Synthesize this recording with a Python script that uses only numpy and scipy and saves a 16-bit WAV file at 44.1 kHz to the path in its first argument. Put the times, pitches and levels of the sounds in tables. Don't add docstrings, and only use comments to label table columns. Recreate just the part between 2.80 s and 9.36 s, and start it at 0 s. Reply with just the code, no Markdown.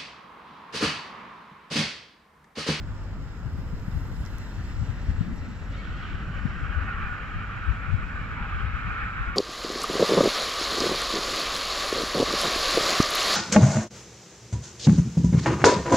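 import sys
import numpy as np
from scipy import signal
from scipy.fft import rfft, irfft
from scipy.io import wavfile
from scipy.ndimage import uniform_filter1d

SR = 44100
rng = np.random.default_rng(int(sys.argv[2]) if len(sys.argv) > 2 else 0)


def transcribe(signal):
    frames = np.atleast_2d(signal).T
    limited = np.clip(frames, -1, 1)
    pcm = np.round(limited * 32767).astype(np.int16)
    wavfile.write(sys.argv[1], SR, pcm)


N = 289296
FRAME, HOP = 2048, 512
HZ = np.fft.rfftfreq(FRAME, 1 / SR)
TIMES = np.arange(N // HOP + 5)[:, None] * HOP / SR


def tyres():
    flutter = patches(frames=3, bins=300)
    return tyre_hiss(flutter) + tyre_roar(flutter)


def tyre_roar(flutter):
    # f/Hz, relative level/dB, left-right/dB, coherence, left lead/rad
    spectrum = [(647,-29,-6,0.28,0.36), (820,-13,1.5,0.94,0.092), (873,-22,-3,1,.2),
                (1055,-12,-1.5,0.86,0.28), (1163,-1.5,-5,1,0.55), (1330,2,0.5,0.86,0.45),
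                (1480,3.5,-6,0.86,1.38), (1617,-1.5,-0.5,0.99,1.1), (1904,-5,4.5,0.86,1.4),
                (2050,-9,6.5,0.23,3.2), (2240,-7.5,-3,.85,5.9), (2380,-11,-10,0.99,5.5),
                (2700,-13.5,-4,0.85,7.4), (3120,-16,-5,0.81,7), (3310,-19,-1,0.98,6.6),
                (3620,-25,-1.5,0.5,4.5), (3840,-24,-9,0.5,7.3), (4260,-29.5,-10.5,.5,8.5),
                (4800,-32,-4.5,0.43,8.5)]
    # t/s, level before colouring/dB, half-power half-width/s, tilt/(dB/octave)
    swells = [(3.282, -45.5, 0.072, 7), (3.996, -39.5, 0.34, -3.5), (4.22, -34.5, 0.14, -5),
              (4.698, -39, 0.4, -0.3), (5.722, -37.5, 0.23, -1), (6.196, -34, 0.064, -3),
              (6.347, -34, 0.51, -3)]
    onset_s, rise_db_per_s, settle_s = 3.04, 60, 0.34
    peak_s, db, half, swell_tilt = np.transpose(swells)
    powers = gain_of(db) ** 2 / (1 + ((TIMES - peak_s) / half) ** 2)
    power = powers.sum(axis=1, keepdims=True)
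    age = np.maximum(TIMES - onset_s, 0)
    level_db = 10 * np.log10(power) - rise_db_per_s * np.clip(onset_s - TIMES, 0, 1)
    level_db = level_db + roar_bands(age) + 2.02 * patches(frames=8, bins=3) + 0.89 * flutter
    tilt_db = (powers / power) @ swell_tilt[:, None] + 6.5 * np.exp(-age / settle_s)
    lead_ms = 0.022 * (TIMES - 5.0)
    return port_noise(spectrum, level_db, skirt_db=31.0, tilt_db=tilt_db, lead_ms=lead_ms)


def roar_bands(age):
    first_hz, last_hz, first_db, last_db, glide_s = 3560, 2470, 6.3, 3.4, 0.62
    remaining = np.exp(-age / glide_s)
    centre_hz = last_hz + (first_hz - last_hz) * remaining
    bright_db = (last_db + (first_db - last_db) * remaining) * bell(HZ, centre_hz, width=430)
    hollow_db = 13.3 * bell(TIMES, centre=5.63, width=0.11) * bell(HZ, centre=875, width=190)
    return bright_db + hollow_db


def tyre_hiss(flutter):
    # f/Hz, relative level/dB, left-right/dB, coherence, left lead/rad
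    spectrum = [(820,-0.5,-1.5,0.96,0), (1070,-25,-0.5,0.89,0), (1320,4,1,1,-0.5), (1950,3,1,0.85,0.87),
                (2300,0,4.5,.6,3.5), (2440,-5,-2.5,0.8,4), (2670,-2,-9,0.62,3.5), (3000,-9.5,3,1,7),
                (3600,-10.5,-5,0.92,4), (4120,-10.5,-4,.9,4.5), (4600,-14,-6,0.99,4),
                (4850,-18,-14,0.56,4.5), (5400,-16,-7,0.94,4), (5900,-20.5,-0.5,.7,4),
                (6300,-20.5,-4,0.57,5), (6800,-22.5,-12.5,0.6,3.5), (7540,-18.5,-13.5,.75,5.5),
                (8240,-27.5,3.5,.5,2.5), (9100,-37,11.5,.2,10), (10200,-36,5.5,.52,5.5),
                (12000,-34.5,3.5,.35,1), (15500,-38.5,4,.15,4)]
    pass_db = -49.5 + rise_hold_fall(1.9, 3.68, rise_db_per_s=6.7, fall_db_per_s=7.9)
    floor_db = -57.5 + 0.5 * TIMES
    level_db = np.maximum(pass_db, floor_db) + hiss_bands()
    level_db = level_db + 1.1 * patches(frames=7, bins=14) + 1.5 * flutter
    tilt_db = np.interp(TIMES, (1.74, 4), (3, -2.5))
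    lead_ms = 0.03 * (TIMES - 1.77)
    return port_noise(spectrum, level_db, skirt_db=2.5, tilt_db=tilt_db, lead_ms=lead_ms)


def hiss_bands():
    glides = [(.9, 1.9, 5200, 5590, 281, 7.3, 6), (1.3, 2.2, 2520, 1970, 200, -4, 1)]
    lift_db = 0
    for start, end, first_hz, last_hz, width_hz, first_db, last_db in glides:
        centre_hz = np.interp(TIMES, (start, end), (first_hz, last_hz))
        lift_db += np.interp(TIMES, (start, end), (first_db, last_db)) * bell(HZ, centre_hz, width_hz)
    return lift_db


def grit():
    # t/s, onset level on the right/dB, centre f/Hz, decay time/s
    ticks = [(.997, -49, 4500, 0.0018), (1.366, -50, 4200, .003), (1.4529, -42, 6000, .0006),
             (1.462, -35.5, 5300, 0.001), (1.5838, -40, 6000, 0.0006), (1.5838, -38, 12000, .0006)]
    out, count = np.zeros((2, N)), 2 ** 11
    t = np.arange(count) / SR
    for s, db, hz, decay in ticks:
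        snap = unit_rms(band_noise(count, hz, octaves=0.39)) * np.exp(-t / decay)
        add(out, s, snap * gain_of([[db - 7], [db]]))
    return out


def wind():
    # f/Hz, relative level/dB, left-right/dB, coherence, left lead/rad
    spectrum = [(20, -11, 8, .5, -0.4), (34, -4.5, 6.5, 0.9, -0.45), (52, 1.5, 4.5, 0.3, -0.5),
                (65, -2, 8, 0.6, 0.12), (94, -5.5, -4, 0.99, -1.3), (143, -10, 1, 1, 0.16),
                (224.7, -14, -1, 0.99, -0.4), (273, -21, -0.5, 0.95, -0.11), (370, -32, -3.5, 0.94, 0.28),
                (567, -45.5, -1.5, 0.92, 0.048)]
    # t/s, lift/dB, half-width/s
    gusts = [(.72, 0, 0.45), (1.248, 2.5, 0.3), (1.683, -1.5, 0.25), (2.163, 3, 0.32), (2.73, -3, 0.083),
             (2.93, 3, 0.12), (3.525, 3.5, 0.2), (4.087, 2.5, 0.18), (4.45, -2.5, .09), (4.666, -5, 0.062),
             (5.25, 1.5, 0.62), (5.802, -1.5, 0.11), (6.353, -2, 0.15)]
    breeze_db = -33.5 - 0.14 * TIMES
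    gust_db = sum(db * bell(TIMES, s, half) for s, db, half in gusts)
    lumps_db = 0.69 * patches(frames=5, bins=8) + patches(frames=7, bins=60)
    return port_noise(spectrum, breeze_db + gust_db + lumps_db, skirt_db=22.0)


def buffets():
    # t/s, left level before the low-pass/dB, duration/s, centre f/Hz, left-right/dB
    eddies = [(0.662, -23, 0.025, 90, 10), (0.735, -27.5, 0.029, 80, 3), (0.79, -27.5, 0.037, 115, 18),
              (0.937, -24.5, 0.013, 95, 19), (1.084, -19, 0.0071, 112, 12), (1.167, -19.5, 0.038, 86, 10),
              (1.412, -31, 0.027, 75, 1), (1.796, -26.5, 0.051, 90, 11), (1.985, -23.5, 0.071, 68, 13),
              (2.025, -22, 0.029, 112, 7), (2.102, -21, 0.032, 83, 14), (2.295, -20, 0.035, 58, 7),
              (2.39, -17, 0.017, 65, 14), (2.412, -13, 0.011, 110, 10), (2.495, -32, 0.18, 177, 4.5),
              (2.701, -39, 0.11, 190, 0), (3.346, -26, 0.03, 55, 12), (3.659, -16.5, 0.014, 118.6, 21),
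              (3.699, -29.5, 0.17, 64.4, 6), (3.835, -24, 0.067, 81, 14), (3.903, -25.5, 0.025, 65, 12),
              (3.975, -17, 0.035, 78, 15), (4.03, -25.5, 0.058, 75, 7), (4.565, -25.5, 0.04, 69.6, 5),
              (4.9, -15, 0.048, 68.5, 20), (5.098, -22.5, 0.039, 75, 16), (5.143, -14.5, 0.038, 77, 16),
              (5.19, -30, 0.025, 55, -4), (5.755, -28.5, 0.05, 70, -1), (5.85, -23.5, 0.094, 62, 7.5),
              (5.945, -20.5, 0.026, 67, 7), (6.07, -24.5, 0.044, 92, 7), (6.41, -22.5, 0.032, 55, 5),
              (6.488, -25.5, 0.029, 50, 8)]
    out, count = np.zeros((2, N)), 2 ** 14
    t = (np.arange(count) - count // 2) / SR
    for s, db, length, hz, balance_db in eddies:
        window = bell(t, 0, length / 2)
        swings = band_noise(count, hz, octaves=0.52)
        swings = swings + 0.19 * swings[::-1]
        puff = swings / np.sqrt(np.abs(signal.hilbert(swings))) * window
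        puff *= np.linalg.norm(window) / np.linalg.norm(puff, axis=1, keepdims=True)
        add(out, s + t[0], puff * gain_of([[db], [db - balance_db]]))
    low_pass = signal.butter(4, 360, fs=SR, output="sos")
    return signal.sosfiltfilt(low_pass, out)


def grass():
    # f/Hz, relative level/dB, left-right/dB, coherence, left lead/rad
    spectrum = [(7000, 2, -6.5, .5, 6), (9000, -5.5, 11, .2, -8.5), (11000, -2, -2, .5, -5.5),
                (12200, 3, -4, .35, -7.5), (15500, -3.5, 6, .15, -6)]
    level_db = -67 + rise_hold_fall(1.2, 1.5, rise_db_per_s=16, fall_db_per_s=23)
    return port_noise(spectrum, level_db + 1.5 * patches(frames=4, bins=60), skirt_db=15.0)


def rustles():
    # t/s, base level/dB, half-width/s, centre f/Hz
    flurries = [(.78, -74, .08, 12000), (1.19, -73, .05, 11500), (1.392, -67, .05, 8950),
                (1.467, -66, 0.024, 5800), (2.563, -73, .02, 10500), (6.11, -68.5, .03, 5500)]
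    out, count = np.zeros((2, N)), 2 ** 14
    t = (np.arange(count) - count // 2) / SR
    for s, db, half, hz in flurries:
        crackle = unit_rms(gain_of(4.0 * waver(seconds=0.002)[:count]))
        flurry = unit_rms(band_noise(count, hz, octaves=0.39)) * crackle * bell(t, 0, half)
        add(out, s + t[0], flurry * gain_of([[db + 2], [db + 0.5]]))
    return out


def chirps():
    # t/s, direct level on the right/dB, duration/s, start f/Hz, end f/Hz, relative second harmonic/dB
    calls = [(1.106, -57, 0.022, 3810, 3510, -30), (2.929, -50.5, 0.028, 3340, 3880, -32),
             (2.969, -44, 0.054, 2176, 2270, -16)]
    scatter_s, scatter_db = 0.012, -3
    out = np.zeros((2, N))
    t = np.arange(2 ** 12) / SR
    for s, db, length, start_hz, end_hz, overtone_db in calls:
        count = int(length * SR)
        hz = np.linspace(start_hz, end_hz, count) * (1 + 0.012 * waver(seconds=0.003)[:count])
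        phase = 2 * np.pi * np.cumsum(hz) / SR
        envelope = np.sin(np.linspace(0, np.pi, count))
        note = (np.sin(phase) + gain_of(overtone_db) * np.sin(2 * phase)) * envelope
        paths = rng.standard_normal((2, len(t))) * np.exp(-t / scatter_s)
        paths *= gain_of(scatter_db) / np.linalg.norm(paths[0])
        paths[:, 0] += 1
        add(out, s, signal.fftconvolve(note[None], paths, axes=1) * gain_of([[db - 2.0], [db]]))
    return out


def air():
    # f/Hz, relative level/dB, left-right/dB, coherence, left lead/rad
    spectrum = [(353,-2.5,1,1,-0.062), (447,-1,-0.5,0.97,0.16), (684,-5.5,0.5,0.87,0.21),
                (990,-3,-1.5,0.86,-0.31), (1120,-5,-2,1,-0.47), (1380,-1.5,-1.5,0.86,0.3),
                (1950,-13,-1.5,0.16,-1.4), (2820,-18,-1.5,0.72,-0.92), (4100,-24,2.5,.6,-1.2),
                (4340,-25,-4,0.61,-0.25), (4550,-25,-4,0.37,0.15), (5500,-25.5,-2.5,0.81,-1),
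                (5740,-28.5,-1,.2,-1.1), (7630,-28,-10.5,0.49,-1.1), (8100,-35,3.5,.2,-1),
                (9300,-50,12.5,.13,0), (10700,-43,9,.09,0), (12500,-41.5,-1.5,.07,0), (15500,-42,6,.04,0)]
    flicker_db = 1.1 * patches(frames=4, bins=400) * np.clip(HZ / 6000, 0, 1)
    level_db = -47 + 0.97 * patches(frames=9, bins=18) + flicker_db
    return port_noise(spectrum, level_db, skirt_db=2.0)


def hum():
    # f/Hz, median rms level/dB
    tones = [(47, -42.5), (97, -46), (283, -61), (346, -63.5)]
    out = np.zeros(N)
    for hz, db in tones:
        cycles = np.cumsum(hz + 1.086 * waver(seconds=0.37)) / SR + rng.random()
        amplitude = np.sqrt(2) * gain_of(db + 2.67 * waver(seconds=0.15))
        out += amplitude * np.sin(2 * np.pi * cycles)
    return out


def port_noise(spectrum, level_db, skirt_db, tilt_db=0, lead_ms=0):
    f, *columns = np.transpose(spectrum)
    octave, known = np.log2(HZ + 1), np.log2(f)
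    db, balance_db, coherence, phase = (np.interp(octave, known, c) for c in columns)
    octaves_outside = np.abs(octave - np.clip(octave, known[0], known[-1]))
    shape = gain_of(db - skirt_db * octaves_outside)
    treble_db = tilt_db * np.maximum(octave - np.log2(1400), -1)
    amplitude = shape / np.linalg.norm(shape) * gain_of(level_db + treble_db)
    a, b, c, d = rng.standard_normal((4, len(TIMES), len(HZ)))
    coherence = np.clip(coherence, 0, 1)
    left = a + 1j * b
    right = coherence * left + np.sqrt(1 - coherence ** 2) * (c + 1j * d)
    right = right * np.exp(-1j * (phase + 2 * np.pi * HZ * lead_ms / 1000))
    side = gain_of(balance_db / 2)
    spectra = np.array([left * side, right / side]) * amplitude
    return signal.istft(spectra.transpose(0, 2, 1), nperseg=FRAME, noverlap=FRAME - HOP)[1][:, :N]


def band_noise(count, hz, octaves):
    f = np.fft.rfftfreq(count, 1 / SR) + 1
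    band = np.exp(-0.5 * (np.log2(f / hz) / octaves) ** 2)
    return irfft(rfft(rng.standard_normal((2, count))) * band, count)


def patches(frames, bins):
    field = rng.standard_normal((len(TIMES), len(HZ)))
    return unit_rms(uniform_filter1d(uniform_filter1d(field, frames, axis=0), bins, axis=1))


def waver(seconds):
    f = np.fft.rfftfreq(N, 1 / SR)
    return unit_rms(irfft(rfft(rng.standard_normal(N)) * np.exp(-(f * seconds) ** 2), N))


def rise_hold_fall(start, end, rise_db_per_s, fall_db_per_s):
    return -rise_db_per_s * np.maximum(start - TIMES, 0) - fall_db_per_s * np.maximum(TIMES - end, 0)


def bell(x, centre, width):
    return np.exp(-((x - centre) / width) ** 2)


def gain_of(db):
    return 10 ** (np.asarray(db) / 20)


def unit_rms(x):
    return x / np.sqrt(np.mean(np.abs(x) ** 2) + 1e-20)


def add(mix, s, sound):
    part = mix[:, max(0, round(s * SR)):][:, :sound.shape[1]]
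    part += sound[:, :part.shape[1]]


def scene():
    return wind() + buffets() + hum() + air() + grass() + rustles() + tyres() + grit() + chirps()


def record(dry):
    notch_hz, half_width_hz, depth_db, cutoff_hz = 9060, 290, 11, 15750
    f = np.fft.rfftfreq(N, 1 / SR)
    notch = gain_of(-depth_db / (1 + ((f - notch_hz) / half_width_hz) ** 2))
    heard = irfft(rfft(dry) * notch, N)
    low_pass = signal.firwin(511, cutoff_hz, window=("kaiser", 9), fs=SR)
    return signal.oaconvolve(heard, low_pass[None], "same")


dry = scene()
out = record(dry)
transcribe(out)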